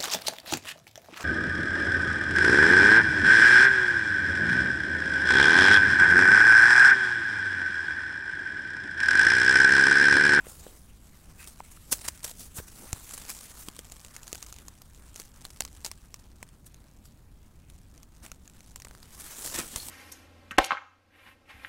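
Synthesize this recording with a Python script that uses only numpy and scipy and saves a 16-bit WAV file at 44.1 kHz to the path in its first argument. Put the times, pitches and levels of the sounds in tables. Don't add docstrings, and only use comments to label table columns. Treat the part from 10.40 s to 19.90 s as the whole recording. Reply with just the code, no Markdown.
import sys
import numpy as np
from scipy import signal
from scipy.fft import rfft, irfft, next_fast_len
from scipy.io import wavfile
from scipy.ndimage import uniform_filter1d, map_coordinates

SR = 44100
rng = np.random.default_rng(int(sys.argv[2]) if len(sys.argv) > 2 else 0)


def store_pcm(level_fs):
    pcm = np.round(np.clip(level_fs, -1, 1) * 32767).astype(np.int16)
    wavfile.write(sys.argv[1], SR, np.atleast_2d(pcm).T)


def amplitude_ratio(level_db):
    exponent = np.asarray(level_db, float) / 20
    return 10 ** exponent


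N = 418950

# (frequency [Hz], relative level [dB per Hz])
NEEDLE_TONE = [(900, -10.5), (2500, -15), (4500, -8), (8000, -1.3), (11500, -4), (16000, -9)]
# (frequency [Hz], relative level [dB per Hz])
SCUFF_TONE = [(90, -30.5), (220, 2), (600, -4), (1300, -1.5), (4000, -8.5), (9000, -30)]


def litter():
    hiss_gain, scuff_gain, tick_gain = stirring()
    grainy = (tick_gain / hiss_gain) ** 0.13
    clumps_db = grainy * (0.26 * wobble(17) + 1.88 * wobble(60) + 2.0 * wobble(260))
    hiss = unit(amplitude_ratio(clumps_db) * patchy(NEEDLE_TONE, patchy_db=2.0))
    scuff = unit(amplitude_ratio(0.89 * clumps_db) * patchy(SCUFF_TONE, patchy_db=3.0))
    crackle = ticks(count=2000, centre_hz=6900, octaves=0.24, spread_db=6.0)
    flurries = unit(amplitude_ratio(2.2 * wobble(9)) * crackle)
    return hiss_gain * hiss + scuff_gain * scuff + tick_gain * flurries


# (time [s], needle hiss level [dB], level of the separate ticks over the hiss [dB])
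STIR_CURVE = [(0, -61, -10), (.2, -50.5, -12), (.52, -64.5, -5.5), (1.2, -59.5, -1), (1.468, -58.5, -24),
              (1.58, -48.5, 2), (1.72, -54.5, -1.5), (1.95, -64, -5), (2.25, -63.5, -17.5),
              (2.36, -51, -10), (3.0, -50, -0.5), (3.3, -61, 3), (4.05, -57.5, 3), (4.3, -65, -1),
              (5.35, -65.5, 8.5), (5.8, -73.5, 7.5), (6.9, -74.5, 1), (8.3, -73, 9.5), (8.66, -64, 1.5),
              (8.75, -51.5, 0), (8.97, -42, -12), (9.27, -47, -18), (9.4, -42.5, -21)]
# (middle [s], hiss level [dB], length scale of the swell [s], scuff level over the hiss [dB])
CRUNCH_LIST = [(0.102, -49.5, 0.062, -19), (1.026, -53, 0.087, -3.5), (1.082, -41.5, 0.02, -34),
               (1.32, -49.5, 0.022, -30), (1.526, -20.5, 0.017, -22), (1.654, -41, 0.026, -7),
               (1.684, -30, 0.01, -15), (1.848, -31.5, 0.013, -16), (1.884, -42.5, 0.058, -10),
               (2.014, -40.5, 0.069, -53), (2.176, -37, 0.044, -34), (2.189, -47.5, 0.019, 6.5),
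               (2.29, -48.5, 0.038, -11), (2.74, -36.5, 0.01, -38), (2.903, -33.5, 0.021, -14),
               (3.208, -44.5, 0.075, -21), (4.803, -46, 0.028, -7), (4.854, -50, 0.01, -9.5),
               (5.462, -43.5, 0.031, -4), (6.267, -48.5, 0.016, -30), (6.658, -54, 0.02, -15),
               (7.854, -55.5, 0.053, 1), (8.809, -46, 0.011, -10), (8.845, -44, 0.0099, -14),
               (9.07, -35, 0.09, -17), (9.161, -34, 0.063, -0.3), (9.193, -33, 0.016, 1),
               (9.355, -47.5, 0.056, 0.5)]
SCUFF_DB, SCUFF_FOLLOWS = -62.5, 0.5
CRUNCH_RISE, CRUNCH_FALL = 0.36, 0.26
CRUNCH_TAIL = 0.91
DEEPER_TICKS = 0.43


def stirring():
    t = np.arange(N) / SR
    s, hiss_points, tick_points = np.transpose(STIR_CURVE)
    hiss_db = np.interp(t, s, hiss_points)
    tick_db = hiss_db + np.interp(t, s, tick_points)
    scuff_db = SCUFF_DB + SCUFF_FOLLOWS * (hiss_db + 60)
    hiss, scuff, tick = amplitude_ratio([hiss_db, scuff_db, tick_db]) ** 2
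    for middle, db, length, low_db in CRUNCH_LIST:
        near = slice(max(0, round((middle - 0.3) * SR)), round((middle + 0.3) * SR))
        late = (t[near] - middle) / length
        rise = (late / CRUNCH_RISE) ** 2
        fall = (np.abs(late) / CRUNCH_FALL) ** CRUNCH_TAIL
        swell = np.exp(-np.where(late < 0, rise, fall))
        hiss[near] += amplitude_ratio(db) ** 2 * swell
        scuff[near] += amplitude_ratio(db + low_db) ** 2 * swell
        tick[near] += amplitude_ratio(db + DEEPER_TICKS * low_db) ** 2 * swell
    return np.sqrt([hiss, scuff, tick])


def ticks(count, centre_hz, octaves, spread_db):
    when, size, turn = rng.random((count, 3)).T
    hz = centre_hz * 2 ** (octaves * rng.standard_t(3, count))
    hz = np.clip(hz, 1500, 14000)[:, None]
    strength = np.sign(turn - 0.5) * amplitude_ratio(np.minimum(-spread_db * np.log(1 - size), 13))
    shapes = breaks(hz, sharp=0.9, t60=0.0022, woody_db=-18.5)
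    return unit(laid(when * N / SR, strength[:, None] * shapes))


def patchy(spectrum, patchy_db):
    z = signal.stft(rng.standard_normal(N), nperseg=512)[2]
    field = uniform_filter1d(rng.standard_normal(z.shape), size=14, axis=0)
    field = uniform_filter1d(field, size=12, axis=1)
    noise = signal.istft(z * amplitude_ratio(patchy_db * unit(field)), nperseg=512)[1][:N]
    return coloured(noise, spectrum)


def breaks(hz, sharp, t60, woody_db):
    t = np.arange(900) / SR
    draw = rng.standard_normal((len(hz), len(t) + 2))
    rise = 1 - np.exp(-t / 0.00027)
    bright = np.minimum(hz / 6500, 1) ** 0.21
    front = bright * sharp * ring(t, 8200, 0.0008)
    modes = (1.06 * ring(t, hz, t60) + 0.43 * ring(t, 0.396 * hz, t60)) * rise
    body_hz = 1100 * 2 ** (0.55 * draw[:, 1:2])
    body = amplitude_ratio(woody_db + 1.24 * draw[:, :1]) * ring(t, body_hz, 0.016)
    treble = signal.butter(1, [2500, 10000], "band", fs=SR, output="sos")
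    spray = signal.sosfilt(treble, draw[:, 2:])
    fade = amplitude_ratio(-5.5 - 60 * t / 0.005) + amplitude_ratio(-19.0 - 60 * t / 0.031)
    return front + modes + body + bright * spray * rise * fade


# (time [s], level [dB], pitch of the main ring [Hz])
SNAP_LIST = [(0.099, -33, 8800), (1.0426, -29.5, 6900), (1.0741, -26.5, 9000), (1.5278, -8, 9200),
             (1.5908, -30, 5300), (1.686, -13.5, 7040), (1.832, -26, 8900), (1.847, -19.5, 7840),
             (1.913, -25, 8300), (2.5299, -14, 7200), (2.7106, -25, 7540), (2.7783, -22.5, 9050),
             (2.82, -29.5, 8540), (3.0083, -29, 12300), (3.2856, -19, 3280), (3.365, -28.5, 8650),
             (3.391, -20.5, 6400), (3.499, -33, 6760), (3.5206, -23.5, 7300), (3.648, -25.5, 7300),
             (3.7644, -22, 6900), (3.832, -27.5, 7200), (3.8788, -23.5, 6900), (3.929, -16.5, 6900),
             (3.9486, -22, 5040), (3.9545, -22.5, 6700), (3.979, -32, 6840), (4.027, -20.5, 6730),
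             (4.064, -29, 7100), (4.126, -24, 6900), (4.141, -33, 7200), (4.1632, -30.5, 6900),
             (4.186, -29, 6900), (4.283, -23, 6800), (4.4187, -30, 14300), (4.5473, -38, 7000),
             (4.7598, -23.5, 6700), (4.7645, -31, 5800), (4.961, -41, 6700), (5.0518, -20.5, 4200),
             (5.1047, -34, 5300), (5.2057, -13.5, 7400), (5.2071, -15, 6900), (5.2209, -21, 4850),
             (5.2509, -20, 6270), (5.2776, -32, 5100), (5.329, -36, 7950), (5.3661, -37, 8200),
             (5.4474, -17, 5200), (5.452, -19, 6960), (5.463, -18, 6800), (5.515, -20, 5570),
             (5.7422, -22.5, 5740), (6.0286, -21, 2080), (6.0893, -38, 8600), (6.344, -33.5, 6500),
             (7.3, -33, 9860), (7.578, -35, 6050), (7.631, -31.5, 6600), (7.8632, -26.5, 7700),
             (7.917, -23.5, 6600), (8.077, -31, 6900), (8.0978, -37, 7700), (8.206, -32, 6060),
             (8.2812, -49, 10000), (8.3594, -22.5, 7600), (8.4005, -29.5, 6600), (8.4205, -26, 5750),
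             (8.4482, -27.5, 7450), (8.4508, -27, 2100), (8.4702, -29, 1470), (8.484, -33, 8400),
             (8.5106, -30, 1440), (8.55, -31, 1520), (8.6294, -29.5, 4800), (8.864, -27.5, 8100),
             (9.188, -19, 7540), (9.2002, -17, 6240), (9.36, -16.5, 9000), (9.3619, -15.5, 6200),
             (9.4854, -21, 8400)]


def snaps():
    s, db, hz = np.transpose(SNAP_LIST)[:, :, None]
    sharp = np.clip((db + 30.5) / 9, 0.55, 2.3)
    return laid(s[:, 0], amplitude_ratio(db) * breaks(hz, sharp, t60=0.003, woody_db=-19.5))


# (middle [s], level before grain and stroke [dB], length scale of the stroke [s], pitch [Hz])
SCRAPE_LIST = [(1.022, -54, 0.035, 2660), (3.495, -70.5, 0.47, 1220), (9.39, -52, 0.073, 4350)]


def scrapes():
    t, out = np.arange(N) / SR, 0
    for middle, db, length, hz in SCRAPE_LIST:
        band = coloured(rng.standard_normal(N), [(hz / 1.7, -30), (hz, 0), (hz * 1.1, -30)])
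        grain = amplitude_ratio(db + 4.3 * wobble(200))
        stroke = np.exp(-((t - middle) / length) ** 2)
        out = out + grain * stroke * band
    return out


# (time [s], level [dB], pitch [Hz])
THUD_LIST = [(.068, -28, 480), (.266, -27.5, 494), (1.204, -22.5, 920), (1.373, -40, 1310),
             (2.186, -24, 114), (2.531, -17.5, 85.5), (2.2, -27, 440), (3.284, -27.5, 254),
             (3.391, -31.5, 503), (3.929, -29, 463), (5.206, -22, 730), (7.917, -32, 1370),
             (9.199, -32, 156), (9.36, -27, 63)]


def thuds():
    s, db, hz = np.transpose(THUD_LIST)[:, :, None]
    t = np.arange(4000) / SR
    low = ring(t, hz, 1.4 / hz + 0.0088)
    edge = 0.47 * ring(t, 900 + 1.34 * hz, 0.0045)
    rounded = 1 - np.exp(-t / 0.00039)
    return laid(s[:, 0], amplitude_ratio(db) * (low + edge) * rounded)


# (frequency [Hz], relative level [dB per Hz])
HUSH_TONE = [(25, -2), (58, 1.8), (120, -8.5), (220, -12.5), (450, -26), (900, -30.5), (2400, -44),
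             (16000, -44)]


def forest():
    air = coloured(rng.standard_normal(N), HUSH_TONE)
    rumble = signal.sosfiltfilt(signal.butter(2, 300, fs=SR, output="sos"), air)
    gusts = amplitude_ratio(0.6 * wobble(1.28) + 0.77 * wobble(11.0))
    return amplitude_ratio(-52) * (air + rumble * (gusts - 1))


def unit(x):
    return x / np.sqrt(np.mean(x ** 2) + 1e-20)


def wobble(rate):
    points = rng.standard_normal(int(N * rate / SR) + 4)
    return map_coordinates(points, [np.arange(N) * rate / SR])


def coloured(x, spectrum):
    size = next_fast_len(N + 8192)
    hz, db = np.transpose(spectrum)
    log_hz = np.log(np.fft.rfftfreq(size, 1 / SR) + 1)
    gain = amplitude_ratio(np.interp(log_hz, np.log(hz), db))
    return unit(irfft(rfft(x, size) * gain, size)[:N])


def ring(t, hz, t60):
    return np.sin(2 * np.pi * hz * t) * amplitude_ratio(-60 * t / t60)


def laid(times, shapes):
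    starts = np.round(np.asarray(times) * SR).astype(int)
    at = starts[:, None] + np.arange(shapes.shape[1])
    return np.bincount(at.ravel(), shapes.ravel(), N + SR)[:N]


def scene():
    return (litter() + snaps() + scrapes() + thuds() + forest())[None]


def top_cut(x):
    return signal.sosfilt(signal.butter(12, 17000, fs=SR, output="sos"), x)


def record(dry):
    low_pass = signal.ellip(10, 0.5, 38, 15800, fs=SR, output="sos")
    mix = signal.sosfilt(low_pass, dry)
    return top_cut(mix)


dry = scene()
out = record(dry)
store_pcm(out)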